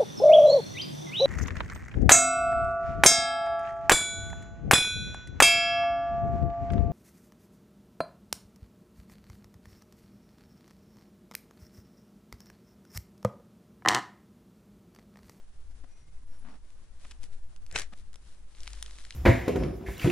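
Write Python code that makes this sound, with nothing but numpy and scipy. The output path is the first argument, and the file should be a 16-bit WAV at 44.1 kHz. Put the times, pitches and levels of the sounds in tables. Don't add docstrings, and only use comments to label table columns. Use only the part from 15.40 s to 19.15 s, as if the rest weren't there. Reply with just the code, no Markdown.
import sys
import numpy as np
from scipy import signal
from scipy.fft import rfft, irfft, next_fast_len
from scipy.io import wavfile
from scipy.ndimage import map_coordinates

SR = 44100
rng = np.random.default_rng(int(sys.argv[2]) if len(sys.argv) > 2 else 0)


def output_pcm(signal):
    pcm = np.clip(np.atleast_2d(signal).T, -1, 1) * 32767
    wavfile.write(sys.argv[1], SR, np.round(pcm).astype(np.int16))


N = 165375


def amp(db):
    return 10 ** (np.asarray(db) / 20)


def unit(x):
    return x / np.sqrt(np.mean(x ** 2) + 1e-20)


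def along(points, hz):
    f, v = np.transpose(points)
    return np.interp(np.log(hz + 1), np.log(f + 1), v)


def level(rows):
    s, db = np.transpose(rows)
    return amp(np.interp(np.arange(N) / SR, s, db, left=-np.inf, right=-np.inf))


def swell(centre, half):
    return np.exp(-((np.arange(N) / SR - centre) / half) ** 2)


def wobble(rate):
    knots = rng.standard_normal(int(N * rate / SR) + 4)
    return map_coordinates(knots, [np.arange(N) * rate / SR])


def filtered(x, response):
    m = next_fast_len(N + SR // 2)
    hz = np.fft.rfftfreq(m, 1 / SR)
    return irfft(rfft(x, m) * response(hz), m)[..., :N]


def coloured(pair, spectrum, alike, tilt_db=0):
    def response(hz):
        gain = amp(along(spectrum, hz) + tilt_db * np.log2(hz + 1))
        turn = np.arccos(np.clip(along(alike, hz), -1, 1)) / 2
        return gain * [np.cos(turn), np.sin(turn)]

    mid, side = filtered(pair, response)
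    return unit(np.array([mid + side, mid - side]))


def noise():
    return rng.standard_normal((2, N))


def grains(rate, spread_db, hiss):
    sizes = amp(spread_db * np.clip(rng.standard_normal(N), -2, 2))
    happens = rng.random(N) < rate / SR
    return unit(sizes * happens * noise()) + hiss * noise()


SNAP_TILT_DB = 0.2


def pulse(hz, octaves, size=1024):
    f = np.fft.rfftfreq(size, 1 / SR) + 1
    bell = np.exp(-(np.log2(f / hz) / (2 * octaves)) ** 2)
    gain = bell * amp(SNAP_TILT_DB * np.log2(f / hz + .5))
    cepstrum = irfft(np.log(gain + .003))
    cepstrum[1:size // 2] *= 2
    cepstrum[size // 2:] = 0
    click = irfft(np.exp(rfft(cepstrum)))
    return click / np.abs(signal.hilbert(click)).max()


# (time [s], click level before SNAP_DB [dB], centre [Hz], width [octaves])
FIBRE_SNAPS = [(1.3047, -42, 5100, 1.3), (1.6497, -44, 1510, 0.57), (1.6537, -44.5, 1570, 0.48),
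               (1.7118, -37.5, 2630, 0.63), (1.7166, -30.5, 3070, 2.5), (1.7203, -41, 1960, 0.73),
               (1.8331, -29, 4400, 3.3), (1.8356, -36, 5100, 0.93), (1.84, -31, 5530, 0.94),
               (2.1631, -35.5, 2540, 1.42), (2.2649, -34.5, 3750, 1.4), (2.3136, -31, 2980, 0.93),
               (2.3261, -32, 7800, 0.33), (2.3502, -34, 1900, 0.24), (2.359, -20, 2240, 0.55),
               (2.3605, -45, 1920, 0.34), (2.3613, -16, 2100, 0.64), (2.3671, -21.5, 2160, 1.6),
               (2.3789, -18.5, 2200, 0.97), (2.3878, -10.5, 3700, 1.8), (2.397, -12.5, 2760, 2.9),
               (2.4061, -19, 3400, 2.7), (2.418, -26, 2430, 0.92), (2.4198, -22.5, 3420, 1.07),
               (2.5361, -40.5, 1640, 0.48), (2.7316, -34, 3730, 2.5), (2.7428, -32.5, 3320, 2.5),
               (2.7582, -28.5, 4440, 4), (3.1499, -48, 3140, 0.33), (3.2054, -36.5, 5000, 0.36),
               (3.2339, -26.5, 5860, 1.05), (3.2716, -37.5, 2960, 0.46), (3.2768, -23.5, 2540, 0.82),
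               (3.3053, -36.5, 3700, 0.9), (3.3329, -28.5, 4770, 0.64), (3.4268, -13, 6000, 1.33),
               (3.4622, -31.5, 3340, 0.59), (3.5098, -35.5, 2500, 0.99), (3.5859, -34, 3430, 0.82),
               (3.6056, -35, 2700, 1.3), (3.651, -34, 2700, 0.69), (3.7075, -26, 3170, 0.61),
               (3.7244, -38, 3550, 0.36)]
SNAP_DB, SNAP_LEAD_S = 2, .0001
SCATTER_DB, SCATTER_T60_S = -3.5, .006


def snaps():
    out, t = np.zeros((2, N + SR)), np.arange(SR // 40) / SR
    for s, db, hz, octaves in FIBRE_SNAPS + small_fibres():
        paths = rng.standard_normal((2, len(t))) * amp(-60 * t / SCATTER_T60_S) * (t > .0003)
        paths = paths + paths[::-1] / 2
        paths *= amp(SCATTER_DB) / np.linalg.norm(paths, axis=1, keepdims=True)
        paths[:, 0] = 1
        sound = signal.fftconvolve(paths, pulse(hz, octaves)[None], axes=1)
        start = round((s - SNAP_LEAD_S) * SR)
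        out[:, start:start + sound.shape[1]] += amp(db + SNAP_DB) * sound
    return out[:, :N]


# (time [s], level [dB])
RIP_LEVEL = [(2.295, -63.5), (2.322, -52), (2.342, -46.5), (2.361, -28), (2.373, -41), (2.39, -37.5),
             (2.417, -44.5), (2.432, -50.5), (2.48, -75)]
# (frequency [Hz], relative level [dB])
RIND_COLOUR = [(100, -4), (250, -14.5), (570, -6.5), (850, -14), (1250, -14.5), (1670, -1.5), (1950, -3),
               (2270, -4), (2900, -9), (3700, -12.5), (4040, -7.5), (4700, -15.5), (5700, -8.5),
               (7500, -10.5), (11000, -21.5)]
# (frequency [Hz], left-right likeness [1 = same])
FRUIT_ALIKE = [(100, 1), (1500, 0.83), (3000, 0.53), (5000, 0.31), (10000, 0.07)]
RIP_OPEN_S, RIP_OPENING_S, RIP_DULL_DB = 2.358, 0.0068, -3


def rip():
    crackle = grains(2500, spread_db=0.0, hiss=0.66)
    opened = (1 + np.tanh((np.arange(N) / SR - RIP_OPEN_S) / RIP_OPENING_S)) / 2
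    bright = coloured(crackle, RIND_COLOUR, FRUIT_ALIKE)
    dull = coloured(crackle, RIND_COLOUR, FRUIT_ALIKE, tilt_db=RIP_DULL_DB)
    return level(RIP_LEVEL) * (opened * bright + (1 - opened) * dull)


# (time [s], level [dB])
PEEL_LEVEL = [(3.08, -70), (3.16, -63), (3.22, -58.5), (3.3, -55.5), (3.45, -58.5), (3.62, -56.5),
              (3.69, -59.5), (3.75, -56)]
# (centre [s], half length [s], level [dB])
PITH_GIVES = [(1.623, 0.031, -61.5), (1.684, 0.041, -61), (1.713, 0.0044, -51), (1.841, 0.026, -56.5),
              (1.935, 0.021, -62.5), (2.588, 0.031, -61.5), (2.901, 0.073, -62.5)]
# (frequency [Hz], relative level [dB])
PITH_COLOUR = [(200, 2.5), (800, -3), (1250, -0.5), (3500, 1.5), (9000, -1), (11000, -4)]


def pith():
    gives = sum(amp(db) * swell(s, half) for s, half, db in PITH_GIVES)
    short = gives * coloured(grains(900, spread_db=0, hiss=1), PITH_COLOUR, FRUIT_ALIKE)
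    fizz = coloured(grains(1000, spread_db=0, hiss=1), PITH_COLOUR, FRUIT_ALIKE)
    return short + level(PEEL_LEVEL) * fizz


TICK_COUNT, TICK_HZ, TICK_OVER_DB = 45, 3570, 8.5


def small_fibres():
    s = rng.uniform(PEEL_LEVEL[1][0], PEEL_LEVEL[-1][0], size=TICK_COUNT)
    fizz_db = np.interp(s, *np.transpose(PEEL_LEVEL))
    db = fizz_db + TICK_OVER_DB + rng.normal(0, 1.8, len(s))
    return [(at, peak, TICK_HZ * np.exp(rng.normal(0, 0.6)), .5) for at, peak in zip(s, db)]


# (centre [s], half length [s], level [dB], brightness [dB per octave])
FINGER_RUBS = [(.443, .006, -52.5, .5), (.96, .06, -68.5, .7), (1.078, .04, -55, .4),
               (1.13, .04, -57.5, .4), (1.651, .007, -56, 3), (2.533, .0075, -49.5, 1.7)]
# (frequency [Hz], relative level [dB])
SKIN_COLOUR = [(80, -9), (160, -2), (235, 10), (380, -9.5), (700, -4.5), (1300, -7.5), (2500, -15.5),
               (5000, -23.5), (11000, -33)]


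def fingers():
    out = np.zeros((2, N))
    for s, half, db, tilt in FINGER_RUBS:
        slips = grains(3000, spread_db=2.5, hiss=.45)
        out += amp(db) * swell(s, half) * coloured(slips, SKIN_COLOUR, FRUIT_ALIKE, tilt_db=tilt)
    return out


# (time [s], strength before BUMP_DB [dB])
SOFT_BUMPS = [(.439, -42.5), (.833, -50.5), (1.644, -51), (1.713, -53), (1.837, -47), (2.529, -49)]
# (typical mode [Hz], typical level [dB], decay t60 [s])
BODY_MODES = [(159, -5, 0.058), (259.4, 4, 0.046), (542, -5.5, 0.045), (900, 0, 0.011)]
BUMP_DB, BUMP_ATTACK_S = -5, .001


def bumps():
    out, t = np.zeros(N + SR), np.arange(SR // 8) / SR
    for s, db in SOFT_BUMPS:
        ring = np.zeros(len(t))
        for hz, gain, t60 in BODY_MODES:
            decay = amp(gain + rng.normal(0, 3.7) - 60 * t / t60)
            pitch = hz * np.exp(rng.normal(0, 0.045))
            ring += decay * np.sin(2 * np.pi * pitch * t)
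        attack = 1 - np.exp(-t / BUMP_ATTACK_S)
        out[round(s * SR):][:len(t)] += amp(db + BUMP_DB) * ring * attack
    return out[:N]


# (centre [s], half length [s], pitch [Hz], level [dB])
FAINT_SQUEAKS = [(.66, .25, 2130, -82), (.55, .08, 2480, -83), (.6, .1, 5750, -80), (.94, .06, 5520, -80),
                 (1.11, .06, 5540, -80.5), (.97, .12, 9960, -76.5)]
SQUEAK_WIDTH, SQUEAK_DRIFT, SQUEAK_BREAK_DB = .04, .006, 3.5


def squeaks():
    out = np.zeros(N)
    for s, half, hz, db in FAINT_SQUEAKS:
        phase = 2 * np.pi * np.cumsum(hz * (1 + SQUEAK_DRIFT * wobble(19))) / SR
        width = SQUEAK_WIDTH * hz
        band = wobble(width) * np.cos(phase) + wobble(width) * np.sin(phase)
        out += amp(db) * swell(s, half) * unit(band * amp(SQUEAK_BREAK_DB * wobble(19.1)))
    return out


# (frequency [Hz], decay t60 [s])
ROOM_DECAY = [(200, 0.29), (2000, 0.2), (10000, 0.16)]
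ROOM_DB = -15


def room(x):
    hz, t, z = signal.stft(rng.standard_normal((2, SR // 2)), SR, nperseg=256)
    decay = amp(-60 * t / along(ROOM_DECAY, hz)[:, None])
    tail = signal.istft(z * decay, SR, nperseg=256)[1]
    return signal.fftconvolve(x, tail / np.linalg.norm(tail[0]), axes=1)[:, :N]


# (time [s], rumble level over RUMBLE_DB [dB])
GRIP_EFFORT = [(0, -7.5), (.16, -0.5), (.35, 2.5), (.54, -5.5), (.72, 3), (1.01, -0.5), (1.3, -3.5),
               (1.52, -2.5), (1.8, 3), (2.37, 1.5), (3.05, -2)]
# (frequency [Hz], relative level [dB])
RUMBLE_COLOUR = [(1, 8), (3, 21), (22, 1), (36, -13.5), (52, -1), (75, -16.5), (125, -22), (170, -37.5),
                 (300, -60)]
# (centre [s], half length [s], level before the left-right balance [dB])
GRIP_SHIFTS = [(0.668, .05, -63), (1.82, 0.031, -62), (1.93, 0.019, -70), (2.688, 0.042, -65)]
# (frequency [Hz], relative level [dB])
THRUM_COLOUR = [(60, -24), (125, -5), (220, -27), (1500, -68)]
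# (frequency [Hz], left-right likeness [1 = same])
LOW_ALIKE = [(40, 0.87), (130, 1)]
RUMBLE_DB = -39.5


def grip():
    effort = amp(RUMBLE_DB + np.interp(np.arange(N) / SR, *np.transpose(GRIP_EFFORT)))
    rumble = effort * coloured(noise(), RUMBLE_COLOUR, LOW_ALIKE)
    shifts = sum(amp(db) * swell(s, half) for s, half, db in GRIP_SHIFTS)
    return rumble + shifts * coloured(noise(), THRUM_COLOUR, LOW_ALIKE)


# (time [s], level before the left-right balance [dB])
HUM_LEVEL = [(3.15, -53), (3.26, -49.5), (3.38, -44.5), (3.5, -48), (3.64, -53), (3.72, -55)]
HUM_HZ = 49


def hum():
    return level(HUM_LEVEL) * unit(np.sin(2 * np.pi * HUM_HZ * np.arange(N) / SR))


# (frequency [Hz], relative level [dB])
AIR_COLOUR = [(88, -47), (150, -14), (173, -7), (600, -16), (1730, -19), (2260, -22), (8710, -25),
              (11000, -26.5), (14300, -120)]
# (frequency [Hz], left-right likeness [1 = same])
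AIR_WIDTH = [(200, 0.73), (1000, 0.52), (4000, 0.044), (10000, 0.24)]
AIR_DB, FLUTTER_DB, FLUTTER_PER_S = -67, 1.64, 51


def air():
    flutter = amp(AIR_DB + FLUTTER_DB * wobble(FLUTTER_PER_S))
    return flutter * coloured(noise(), AIR_COLOUR, AIR_WIDTH)


LEFT_DB, AIR_LEFT_DB = 3.5, 1.5


def background():
    sides = np.array([[1], [-1]])
    return air() * amp(AIR_LEFT_DB / 2 * sides) + (grip() + hum()) * amp(LEFT_DB / 2 * sides)


# (frequency [Hz], left over right [dB])
FRUIT_BALANCE = [(100, 6.5), (350, 2.5), (620, 0), (1100, 6.5), (3500, 2), (11000, 1)]
PORT_LAG_S = .00004


def scene():
    sides = np.array([[1], [-1]])

    def placement(hz):
        lag = np.exp(1j * np.pi * hz * PORT_LAG_S * sides)
        return lag * amp(along(FRUIT_BALANCE, hz) * sides / 2)

    fruit = filtered(snaps() + rip() + pith() + fingers() + bumps(), placement)
    return fruit + amp(ROOM_DB) * room(fruit) + background() + squeaks()


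TOP_HZ = 10950


def record(dry):
    return filtered(dry, lambda hz: amp(-np.clip(hz - TOP_HZ, 0, 3000) / 22))


dry = scene()
out = record(dry)
output_pcm(out)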